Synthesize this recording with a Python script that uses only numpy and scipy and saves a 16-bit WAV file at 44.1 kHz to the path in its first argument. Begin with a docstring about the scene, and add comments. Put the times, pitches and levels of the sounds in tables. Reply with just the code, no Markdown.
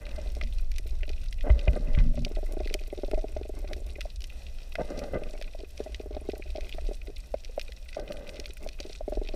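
"""Water flows round a camera's watertight housing over a coral reef: filtered noise that surges, throbs and buffets.
It also thumps the case and shakes its mount, made from fading sine waves and random jolts.
Runs of hollow knocks ring the housing's modes, round pops are brief swelling tones, and flurries of bubbles
gurgle from random pulses. Sharp snaps, mostly shrimp, crackle as short shaped noise bursts over a faint hiss.
"""
import sys
import numpy as np
from scipy import signal
from scipy.fft import rfft, irfft, next_fast_len
from scipy.io import wavfile
from scipy.ndimage import uniform_filter1d

SR = 44100
rng = np.random.default_rng(int(sys.argv[2]) if len(sys.argv) > 2 else 0)


def master_out(mix):
    """Clip the mix to full scale and print it as 16-bit PCM to the path in sys.argv[1]."""
    frames = np.transpose(np.atleast_2d(mix))
    ceiling = np.clip(frames, -1, 1)
    pcm = np.round(ceiling * 32767).astype(np.int16)
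    wavfile.write(sys.argv[1], SR, pcm)


N = 412335
T = np.arange(N) / SR  # time of every sample [s]

# Levels in the tables are relative: the functions trim many of them. A t60 is the time to fade by 60 dB.
# Water flowing round the case: (time [s], slow surge level [dB], throb level [dB])
WATER_FLOW = [(0.0, -37.5, -38), (0.5, -32.5, -34.5), (1.6, -25, -39.5), (1.8, -32.5, -43),
              (2.0, -23, -40.5), (2.7, -35.5, -43.5), (3.2, -31, -45.5), (3.4, -38.5, -35),
              (3.6, -37, -39.5), (4.7, -41, -41), (5.4, -35.5, -51.5), (5.7, -44.5, -44.5),
              (6.1, -45.5, -39), (6.4, -38, -47), (6.5, -37.5, -41.5), (7.8, -40.5, -48), (8.0, -41.5, -44),
              (9.35, -35.5, -46.5)]
# Tone of the slow surge: (frequency [Hz], level [dB])
SURGE_TONE = [(8, -26), (16, 6.5), (30, 2), (42, -6), (55, -17.5), (120, -34.5), (300, -69), (700, -140)]
# Tone of the throb of the case: (frequency [Hz], level [dB])
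THROB_TONE = [(25, -29), (44, -2), (60, 1), (67, -4), (80, -22.5), (120, -26.5), (190, -41.5), (300, -63),
              (700, -140)]
# Slow thumps of water on the case:
# (time [s], pitch [Hz], level [dB], t60 [s], blow on the mount [dB], spray level [dB], spray length [s])
WATER_THUMPS = [(1.5, 55, -3.5, 0.18, -41.5, -35.5, 0.0075), (1.679, 51.7, -4, 0.11, -33.5, -41, 0.01),
                (1.976, 33, -5.5, 0.28, -27, -45, .035), (6.836, 33.8, -21.5, 0.38, -69, -74, .02)]
# What rings in the camera's mount: (frequency [Hz], level [dB], t60 [s])
MOUNT_MODES = [(96, 4.5, 0.17), (149.7, 3, 0.29), (171, -11.5, 0.32), (230, -10.5, 0.67)]
# Water jostles the camera and its mount shudders: (start [s], length [s], level [dB])
MOUNT_SHUDDERS = [(0.027, .44, -57), (1.74, .075, -42), (1.819, .16, -48.5), (1.978, .15, -44.5),
                  (2.15, .12, -43)]
# Hollow knocks: (time [s], level [dB], low modes compared with high modes [dB])
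KNOCK_TIMES = [(0.367, -31.5, -2), (0.431, -39, -1), (.857, -36.5, 4), (1.03, -36, -3), (1.099, -33, 1),
               (1.4943, -21, -6), (1.6742, -18.5, -14), (2.1754, -27, -7), (2.2646, -27.5, -3.5),
               (2.312, -29, 4), (2.369, -25.5, 0), (2.385, -29.5, -3), (2.4291, -26.5, 2),
               (2.491, -33.5, 15), (2.534, -29.5, 4), (2.569, -21.5, 7), (2.6027, -21, -3.5),
               (2.659, -28.5, 5), (2.709, -26.5, 5), (2.7473, -22, -0.5), (2.879, -38, 3),
               (2.9274, -21.5, -1.5), (2.976, -29, 3), (2.987, -27.5, 1), (3.034, -18, 3),
               (3.082, -28.5, 7), (3.114, -27, 7), (3.1333, -17.5, -1), (3.176, -22, -5.5),
               (3.2414, -21, 5.5), (3.3643, -22.5, -0.5), (3.412, -25.5, 6), (3.452, -31, 2),
               (3.494, -26, -1), (3.626, -40, -11), (3.643, -29.5, -4), (3.711, -28.5, -6),
               (3.764, -33.5, 3), (3.818, -37, 4), (3.866, -43, 0), (3.984, -31, -9.5), (5.218, -29.5, 12),
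               (5.3358, -31, -1), (5.351, -32, -7), (5.597, -38.5, -6), (5.6339, -29, 10), (5.8024, -18, 2),
               (5.8611, -27, -10), (5.894, -38, 5), (6.0003, -25.5, 7), (6.059, -28.5, 3),
               (6.108, -27.5, 6), (6.166, -24, 2.5), (6.215, -35, 11), (6.2888, -17.5, 7), (6.334, -23, 4),
               (6.396, -31.5, 6), (6.553, -24.5, -6.5), (6.581, -24, -0.5), (6.745, -32, 5),
               (6.8886, -25, 13), (6.9118, -24.5, -1), (7.0811, -31, 25), (7.0984, -32, 2),
               (8.3918, -29.5, 20), (8.8, -30, 4), (8.851, -30, 6), (8.897, -33.5, 6), (9.0791, -18.5, 5),
               (9.1217, -19.5, -1), (9.1719, -21, 5.5), (9.215, -23, 1), (9.246, -36, 4),
               (9.289, -31.5, -1), (9.339, -24.5, 0)]
# What a knock rings in the housing: (frequency [Hz], level [dB], t60 [s])
HOUSING_MODES = [(296, -5, 0.02), (401.3, 6, 0.023), (603.3, 2, 0.041), (729.5, -9.5, 0.027),
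                 (1073, -7.5, 0.016), (1460, -15, 0.038), (2110, -8.5, 0.034)]
# Short round pops: (time [s], level [dB], pitch [Hz])
POP_TIMES = [(0.413, -38, 615), (4.054, -30.5, 630), (4.753, -34, 646), (4.785, -22.5, 620),
             (5.413, -33.5, 602), (5.549, -33, 605), (6.783, -29, 637), (7.341, -17, 588),
             (7.494, -39, 475), (7.578, -18.5, 594), (7.691, -40, 490), (7.968, -23, 614),
             (8.663, -28, 604), (9.008, -26.5, 610)]
# Flurries of small bubbles: (start [s], length [s], gurgle level [dB], rasp of the tiniest bubbles [dB])
BUBBLE_FLURRIES = [(0.006, 0.37, -50.5, -59.5), (1.446, 0.72, -47.5, -62), (4.775, 0.6, -43, -60.5),
                   (7.957, 0.59, -46, -63.5)]
# Gulps of larger bubbles: (time [s], level [dB], length [s], pitch [Hz])
BUBBLE_GULPS = [(0.179, -41, 0.011, 615), (1.435, -40, 0.018, 637), (1.458, -33.5, 0.025, 680),
                (1.732, -38.5, 0.013, 580), (1.758, -32.5, 0.018, 594), (4.787, -40, 0.013, 644),
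                (4.793, -30.5, 0.024, 654), (4.9, -37, 0.023, 603), (4.979, -43, 0.013, 554),
                (5.013, -39, 0.032, 592), (5.133, -29, 0.023, 534), (5.158, -32.5, 0.018, 583),
                (5.256, -49, 0.024, 513), (7.976, -36.5, 0.025, 630), (8.101, -36.5, 0.0095, 600)]
# Tone of the larger bubbles: (frequency [Hz], level [dB])
BUBBLE_TONE = [(53, -54), (90, -16.5), (139, -10.5), (210, -7.5), (432, -7), (583, 0), (718, -15.5),
               (834, -15.5), (954, -52), (1190, -26), (1560, -29), (2480, -75), (7040, -110)]
# Tone of the spray of tiny bubbles: (frequency [Hz], level [dB])
SPRAY_TONE = [(400, -27), (900, 2.5), (1250, -7), (2080, -1), (2250, -16), (2500, -2), (3500, -16.5),
              (7000, -43), (15000, -70)]
# Resonances of the case that colour the bubbles: (frequency [Hz], width [Hz], added ring [dB])
CASE_RINGS = [(607, 43, -3), (1200, 48, 2.5), (1553, 70, 5), (2035, 125, 8)]
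# Treble resonances of the case: (frequency [Hz], width [Hz], added ring [dB])
CASE_TREBLE_RINGS = [(2006, 156, 8.5), (2473, 265, 7), (5620, 300, 1.5), (8270, 310, -1.5)]
# Sharp close snaps, mostly shrimp, with a tick of spray after a thump and the edge of a pop:
# (time [s], level [dB], centre [Hz], bright crack compared with the body [dB])
CLOSE_SNAPS = [(.067, -31, 1810, -16), (.3506, -29.5, 4200, -11), (.413, -21.5, 1900, -25),
               (.436, -27.5, 3350, -23), (.7168, -29, 3300, -11), (.7835, -20.5, 3680, -9.5),
               (1.0327, -26, 2250, -34), (1.093, -26, 3050, -16), (1.3265, -27.5, 3180, -26),
               (1.409, -31, 2700, -23), (1.5923, -26.5, 3520, -27), (1.6793, -25.5, 2600, -53),
               (1.9496, -28, 2500, -33), (1.988, -26.5, 2680, -26), (2.249, -16, 3770, -24),
               (2.5232, -32, 4300, -4), (2.6743, -26.5, 2750, -20), (2.7, -30.5, 2600, -26),
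               (2.741, -12, 4130, -10), (3.1135, -27, 2270, -10.5), (3.7329, -21.5, 3120, -18.5),
               (4.008, -22, 3180, -17), (4.0131, -25, 2500, -15), (4.2062, -30, 4200, -12),
               (4.2197, -28, 3850, -18), (4.2414, -23.5, 3600, -16), (4.3005, -35.5, 2710, -47),
               (4.7545, -20.5, 2100, -20), (4.992, -23, 4230, -13), (5.236, -31.5, 2520, -17),
               (5.4136, -28, 3250, -20), (5.4241, -26, 2590, -13.5), (5.7772, -29, 3820, -18),
               (5.9457, -22.5, 3170, -24), (6.3184, -32, 3520, -25), (6.4228, -32, 2190, -47),
               (6.5601, -30.5, 3200, -23), (6.5716, -32, 3650, -28), (6.6083, -29, 3430, -19),
               (6.6936, -31, 2950, -28), (6.7252, -27, 3100, -36), (6.7845, -38, 1550, -33),
               (6.8678, -34.5, 4270, -37), (7.4475, -27.5, 4200, -19), (7.5957, -23.5, 3130, -15),
               (7.6138, -22.5, 3500, -27), (7.7214, -29, 2980, -20), (7.9971, -29, 4000, -17),
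               (8.1214, -27.5, 2700, -17), (8.1693, -34.5, 2560, -33), (8.2926, -26.5, 2930, -18),
               (8.3988, -20.5, 4000, -17), (8.4576, -23, 3220, -22), (8.535, -47, 3900, 10),
               (8.6737, -32, 3780, -13), (8.6889, -24.5, 3380, -15), (8.8026, -19.5, 4300, -19),
               (8.9301, -28, 4150, -25), (9.2738, -31.5, 3070, -37), (9.288, -25, 3200, -29)]
# Tone of the whole crackling reef: (frequency [Hz], level [dB])
REEF_TONE = [(600, -40), (1000, -12.5), (1500, -5), (1750, -20), (2000, -9.5), (2250, -9.5), (2550, -3),
             (3200, -4.5), (3900, 2), (5600, -6), (7100, -10.5), (10000, -10.5), (15000, -37)]
# Tone of the soft hiss: (frequency [Hz], level [dB])
HISS_TONE = [(88, -43.5), (150, 3), (381, -5.5), (607, 0.5), (985, -16.5), (1730, -16.5), (2020, -20),
             (2230, -29.5), (2500, -15), (3160, -14), (3910, -11.5), (5650, -17), (7130, -21), (13800, -27),
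             (15500, -39)]

FLURRY_ATTACK_S, FLURRY_RELEASE_S = 0.0064, 0.21
GURGLE_HZ = 592  # the usual pitch of a gulp
TOP_HZ = 15300  # highest frequency the camera passes


def undb(db):
    """Turn decibels into a gain."""
    return 10 ** (np.asarray(db) / 20)


def unit(x):
    """Scale a sound so its average strength (rms) is 1."""
    return x / np.sqrt(np.mean(x ** 2) + 1e-18)


def add(out, s, x):
    """Mix x into out, starting at time s in seconds."""
    i = int(np.clip(s * SR, 0, N - 1))
    out[i:i + len(x)] += x[:N - i]


def colour(x, points, peaks=()):
    """Filter with a smooth (Hz, dB) outline and (Hz, width, dB) resonances; nothing sounds before its cause."""
    size = next_fast_len(len(x) + SR // 2, True) * 2
    f = np.arange(size // 2 + 1) * SR / size + 1e-3
    hz, db = np.transpose(points)
    gain = undb(np.interp(np.log(f), np.log(hz), db))
    gain = gain * (1 + sum(undb(d) / (1 + (2 * (f - c) / w) ** 2) for c, w, d in peaks))
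    # folding the cepstrum gives the minimum-phase filter with this gain
    cepstrum = irfft(np.log(gain))
    cepstrum[1:size // 2] *= 2
    cepstrum[size // 2 + 1:] = 0
    response = np.exp(rfft(cepstrum))
    return irfft(rfft(x, size) * response)[:len(x)]


def strike(modes, length):
    """Ring a struck object: fading sine waves from (Hz, dB, t60) modes, over length seconds."""
    t = T[:int(length * SR)]
    return sum(undb(db) * np.sin(2 * np.pi * hz * t) * np.exp(-np.log(1000) * t / t60)
               for hz, db, t60 in modes)


def soften(x, hz, order=2):
    """Low-pass filter: a soft push in place of a sharp one."""
    return signal.sosfilt(signal.butter(order, min(hz, .45 * SR), fs=SR, output="sos"), x)


def sharpen(x, hz, order):
    """High-pass filter: take away the low part."""
    return signal.sosfilt(signal.butter(order, hz, "high", fs=SR, output="sos"), x)


def walk(rate):
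    """Wander at random: a new level every 1 / rate seconds, smoothed twice, rms 1."""
    k = int(SR / rate)
    steps = np.repeat(rng.standard_normal(N // k + 1), k)
    smooth = uniform_filter1d(uniform_filter1d(steps, k), k)
    return unit(smooth[:N])


def patter(per_s, spread_db):
    """Scatter single pulses of either sign and varied size at random times, rms 1."""
    hits = rng.random(N) < per_s / SR
    signs = rng.choice([-1, 1], N)
    sizes = undb(spread_db * rng.standard_normal(N))
    return unit(hits * signs * sizes)


def many_small(size, spread_db, top_db):
    """Turn a chance of 0..1 into dB from 0 to top_db, small values far more common."""
    return -spread_db * np.log(1 - size * (1 - np.exp(-top_db / spread_db)))


def hiss(level_db=-60.2, waver_db=1.93, body_db=-75, stirred_db=-64, stir_s=0.24, sizzle_db=-75):
    """Distant crackle merges into a hiss; water keeps the housing's modes astir, most where knocks crowd."""
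    far = unit(colour(rng.standard_normal(N), HISS_TONE, CASE_TREBLE_RINGS))
    far = far * undb(level_db + waver_db * walk(13))
    body = unit(signal.fftconvolve(rng.standard_normal(N), strike(HOUSING_MODES, .07))[:N])
    sizzle = undb(sizzle_db) * rng.standard_normal(N)
    crowd = np.sqrt(sum(np.maximum(1 - np.abs(T - s) / stir_s, 0) for s, _, _ in KNOCK_TIMES))
    stir = undb(body_db) + undb(stirred_db) * crowd / crowd.max()
    return far + sizzle + body * stir * undb(6.8 * walk(25))


def snap(noise, hz, octaves, crack_s, tail_s, tail_db, pulse=0, rise_s=0.00062):
    """A sharp noise burst, peak 1: a shock pulse if close, a crack round its pitch, then a scattered tail."""
    t = T[:len(noise)]
    fade = np.exp(-t / crack_s) + undb(tail_db) * np.exp(-t / tail_s)
    crack = noise * (1 - np.exp(-t / rise_s)) * fade
    crack[0] = pulse
    # band-pass round hz, octaves wide
    f = np.fft.rfftfreq(2 * len(t), 1 / SR) + 1
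    off = 1j * (f / hz - hz / f) / (2 * np.sinh(np.log(2) * octaves / 2))
    x = irfft(rfft(crack, 2 * len(t)) / (1 + np.sqrt(2) * off + off ** 2))[:len(t)]
    return x / np.abs(x).max()


def thin_ticks(level_db=-60, spread_db=6, top_db=18, pitch_hz=9000, count=300):
    """The smallest shrimp add hair-thin ticks, high-pitched and at random times."""
    out = np.zeros(N)
    for noise, (when, size, pitch) in zip(rng.standard_normal((count, SR // 100)), rng.random((count, 3))):
        db = level_db + many_small(size, spread_db, top_db)
        hz = pitch_hz * 2 ** (pitch - .5)
        tick = snap(noise, hz, octaves=1.9, crack_s=0.00008, tail_s=0.0044, tail_db=-25.5)
        add(out, when * N / SR, undb(db) * tick)
    return out


def far_shrimp(level_db=-58.5, spread_db=12.5, top_db=20, centre_hz=4900, range_octaves=3.37,
               narrow_octaves=0.42, wide_octaves=2.3, answer_share=.35, answer_s=.016, count=1300):
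    """The reef crackles: many faint snaps of varied pitch, width and length; some answer the last in clusters."""
    out, s = np.zeros(N), 0
    chances = rng.random((count, 6))
    for noise, chance in zip(rng.standard_normal((count, SR // 60)), chances):
        when, size, pitch, width, length, answer = chance
        s = s + when * answer_s if answer < answer_share else when * N / SR
        db = many_small(size, spread_db, top_db)
        hz = centre_hz * 2 ** (range_octaves * (pitch - .5))
        octaves = narrow_octaves * (1 - width) + wide_octaves * width
        crack_s = 0.00092 * 2 ** (2 * length - 1)
        add(out, s, undb(db) * snap(noise, hz, octaves, crack_s, tail_s=0.0043, tail_db=-5.5))
    return undb(level_db) * unit(colour(out, REEF_TONE, CASE_TREBLE_RINGS))


def neighbours(level_db=-41.0, range_db=9, centre_hz=3800, range_octaves=0.8, top_db=-20, count=66):
    """Shrimp a little further off snap at loose intervals: rows with the columns of CLOSE_SNAPS."""
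    rows = []
    for k, (when, size, pitch, dullness) in enumerate(rng.random((count, 4))):
        s = (k + 2 * when - .5) * N / SR / count
        db = level_db + range_db * (size - .5)
        hz = centre_hz * 2 ** (range_octaves * (pitch - .5))
        rows.append((s, db, hz, top_db * (.5 + dullness)))
    return rows


def close_snaps(level_db=-3, low_hz=1300, high_hz=6400, crack_db=1, crack_hz=7500, ring_db=-7, shock_db=11,
                widest_octaves=2.62, narrowing_db=20):
    """Sharp snaps, mostly shrimp: a body the case rounds off and a thin bright crack; dull ones ring narrower."""
    body, crack = np.zeros(N), np.zeros(N)
    rows = list(CLOSE_SNAPS) + neighbours()
    for (s, db, hz, top_db), noise in zip(rows, rng.standard_normal((len(rows), 2, SR // 50))):
        octaves = widest_octaves * 2 ** (min(top_db, 0) / narrowing_db)
        round_snap = snap(noise[0], hz, octaves, crack_s=0.001, tail_s=0.004, tail_db=-11.5,
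                          pulse=undb(shock_db))
        bright_snap = snap(noise[1], 7770, octaves=0.91, crack_s=0.00055, tail_s=0.0021, tail_db=-12,
                           pulse=1.47)
        add(body, s, undb(db + level_db) * round_snap)
        add(crack, s, undb(db + top_db + crack_db) * bright_snap)
    rings = [(hz, width, db + ring_db) for hz, width, db in CASE_TREBLE_RINGS]
    body = colour(body, [(low_hz / 3, -30), (low_hz, 0), (high_hz, 0)], rings)
    return soften(body, high_hz, order=6) + sharpen(crack, min(crack_hz, .4 * SR), order=2)


def swell(flurries, lumpy_db):
    """Shape the loudness of flurries: each rises, holds and fades in lumps."""
    shape = 0
    for s, length, db in flurries:
        rise, fade = (T - s) / FLURRY_ATTACK_S, (s + length - T) / FLURRY_RELEASE_S
        shape = shape + undb(db) * np.clip(np.minimum(rise, fade), 0, 1)
    return shape * undb(lumpy_db * walk(45))


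def burst(births, s, length, db):
    """Cut out a short stretch of patter and give it its own level."""
    return undb(db) * unit(births[int(s * SR):int((s + length) * SR)])


def ring_case(push, outline):
    """Bubble pulses take their tone from the outline and ring the case."""
    body = colour(signal.unit_impulse(SR // 10), outline, CASE_RINGS)
    return signal.fftconvolve(push, body / np.linalg.norm(body))[:len(push)]


def bubbles(gulp_spray_db=-21.5, spray_growth=0.9, full_db=-30, spray_lead_s=.004, gulp_db=1.45):
    """Bubbles pinch off and gurgle, each gulp at its own pitch; gulps and thumps also throw a gritty spray."""
    starts, lengths, gurgle_db, rasp_db = np.transpose(BUBBLE_FLURRIES)
    large, tiny = patter(per_s=1300, spread_db=3.0), patter(per_s=900, spread_db=1.5)
    gurgle = ring_case(large * swell(zip(starts, lengths, gurgle_db), lumpy_db=2.0), BUBBLE_TONE)
    spray = tiny * swell(zip(starts, lengths, rasp_db), lumpy_db=-2.0)
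    for s, db, length, pitch in BUBBLE_GULPS:
        # only the lower part of the tone moves with the gulp's pitch
        outline = sorted((hz * (pitch / GURGLE_HZ if hz < 1.5 * GURGLE_HZ else 1), d) for hz, d in BUBBLE_TONE)
        gulp = np.pad(burst(large, s, length, db + gulp_db), (0, SR // 10))
        add(gurgle, s, ring_case(gulp, outline))
        spray_db = full_db + gulp_spray_db + spray_growth * (db - full_db)
        add(spray, s, burst(tiny, s, length, spray_db))
    for s, *_, db, length in WATER_THUMPS:
        add(spray, s - spray_lead_s, burst(large, s, length, db))
    return gurgle + ring_case(spray, SPRAY_TONE)


def reef_echo(x, wet_db, t60):
    """Coral and the surface scatter a faint tail back: fading noise is blended in."""
    t = T[:SR // 2]
    tail = rng.standard_normal(len(t)) * np.exp(-np.log(1000) * t / t60)
    return x + undb(wet_db) * signal.fftconvolve(x, tail / np.linalg.norm(tail))[:N]


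def knock(low_db, chance, wall_hz=800, low_cut_hz=215, split_hz=500, lean=0.99, detune=0.031, scatter_db=3.0,
          leak_db=-18, leak_lean=0.47, rise_s=0.00088):
    """One soft blow on the housing, peak 1; it leans on the lower or the upper modes."""
    modes = []
    for (hz, d, t60), (a, b) in zip(HOUSING_MODES, chance):
        mode_db = d + scatter_db * b + lean * low_db * (hz < split_hz)
        modes.append((hz * (1 + detune * a), mode_db, t60))
    blow = strike(modes, .08)
    blow = blow * (1 - np.exp(-T[:len(blow)] / rise_s))
    blow = sharpen(blow, low_cut_hz, order=4)
    # the wall muffles steeply; only a trace of the upper modes leaks through
    band = signal.butter(3, [1.39 * wall_hz, 3.1 * wall_hz], "band", fs=SR, output="sos")
    leak = undb(leak_db - leak_lean * low_db) * signal.sosfilt(band, blow)
    x = soften(blow, wall_hz, order=10) + leak
    return x / np.abs(x).max()


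def pops(level_db=-1.0, length_s=0.013, early=0.39, knock_db=-14):
    """A few cycles of a tone that swell quickly and stop, barely ringing the housing."""
    out, t = np.zeros(N), T[:int(length_s * SR)]
    rise_and_stop = np.sin(np.pi * (t / length_s) ** early) ** 2
    for (s, db, hz), chance in zip(POP_TIMES, rng.standard_normal((len(POP_TIMES), len(HOUSING_MODES), 2))):
        add(out, s, undb(db + level_db) * rise_and_stop * np.sin(2 * np.pi * hz * t))
        add(out, s, undb(db + knock_db) * knock(0, chance, leak_db=-7))
    return out


def knocks(level_db=-2.5, lead_s=0.001395, faint_db=-42, faint_spread_db=3, faint_within_s=.07,
           bounce_s=0.0063, bounce_db=-19, bounce_lean=1.0, bounce_spread_db=3,
           grit_db=-30.5, grit_spread_db=4, grit_hz=1350):
    """Each knock lands with a little grit and bounces once, bright ones most; fainter ones fall between."""
    out, count = np.zeros(N), len(KNOCK_TIMES)
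    noises = rng.standard_normal((count, SR // 40))
    chances = rng.standard_normal((count, 4, len(HOUSING_MODES), 2))
    for (s, db, low_db), noise, (main, bounce, faint, free) in zip(KNOCK_TIMES, noises, chances):
        (delay, size), (lean, gap), (rebound, rough), (pitch, _) = free[:4]
        add(out, s - lead_s, undb(db + level_db) * knock(low_db, main))

        rebound_db = min(bounce_db - bounce_lean * low_db + bounce_spread_db * rebound, -8)
        rebound_s = s + bounce_s * 2 ** (0.395 * gap)
        add(out, rebound_s, undb(db + rebound_db) * knock(low_db, bounce))

        hz = grit_hz * 2 ** (.2 * pitch)
        grit = snap(noise, hz, octaves=0.73, crack_s=0.0039, tail_s=0.01, tail_db=4)
        add(out, s, undb(db + grit_db - .5 * max(low_db, 0) + grit_spread_db * rough) * grit)

        add(out, s + faint_within_s * delay, undb(faint_db + faint_spread_db * size) * knock(6 * lean, faint))
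    return out


def shudder(jolts_per_s=110, spread_db=4, damping=0.23, tilt_db=14, reference_hz=150):
    """Small irregular jolts keep the mount's modes rumbling, their ringing shortened by the water."""
    gate = sum(undb(db) * (T > s) * (T < s + length) for s, length, db in MOUNT_SHUDDERS)
    # tilt_db per octave favours the higher modes
    modes = [(hz, db + tilt_db * np.log2(hz / reference_hz), damping * t60) for hz, db, t60 in MOUNT_MODES]
    ring = strike(modes, .3)
    jolts = patter(jolts_per_s, spread_db) * gate * undb(6.6 * walk(22.02))
    return soften(signal.fftconvolve(jolts, ring / np.linalg.norm(ring))[:N], 350, order=4)


def thumps(soft_hz=170, mount_soft_hz=400, rise_s=0.0056):
    """Heavy pushes of water build up, swing the case for a few cycles and set its mount humming."""
    swing, hum = np.zeros(N), np.zeros(N)
    for s, hz, db, t60, mount_db, *_ in WATER_THUMPS:
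        build_up = 1 - np.exp(-T[:SR] / rise_s)
        add(swing, s, -strike([(hz, db, t60)], 1) * build_up)
        add(hum, s, undb(mount_db) * strike(MOUNT_MODES, 0.9))
    return soften(swing, soft_hz) + soften(hum, mount_soft_hz)


def flow(surge_db=1, throb_db=0, full_db=-29, steady_s=0.155, buffet_db=-25.5, buffet_hz=100, growth=1.3,
         waver_db=2.5):
    """Eddies press on the case: a deep surge and a throb; faster water adds small eddies that buffet higher up."""
    s, *levels = np.transpose(WATER_FLOW)
    slow_db, fast_db = (np.interp(T, s, db) for db in levels)
    buffet = unit(soften(rng.standard_normal(N), buffet_hz, order=4))
    out = buffet * undb(full_db + buffet_db + growth * (slow_db - full_db))
    for outline, db in (SURGE_TONE, slow_db + surge_db), (THROB_TONE, fast_db + throb_db):
        eddies = colour(rng.standard_normal(N), outline)
        # even out the noise so that it follows the level in the table
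        strength = np.sqrt(uniform_filter1d(eddies ** 2, int(steady_s * SR)) + 1e-18)
        out = out + undb(db + waver_db * walk(7.8)) * eddies / strength
    return out


def scene():
    """Everything reaches the one microphone through the case."""
    snaps = close_snaps() + far_shrimp() + thin_ticks()
    taps = reef_echo(knocks(), wet_db=-24.5, t60=0.37) + reef_echo(pops(), wet_db=-32, t60=0.27)
    return (flow() + thumps() + shudder() + taps + bubbles() + snaps + hiss())[None]


def record(dry):
    """The camera cuts the top: a steep low-pass filter."""
    return signal.sosfilt(signal.ellip(8, .2, 70, TOP_HZ, fs=SR, output="sos"), dry)


dry = scene()
out = record(dry)
master_out(out)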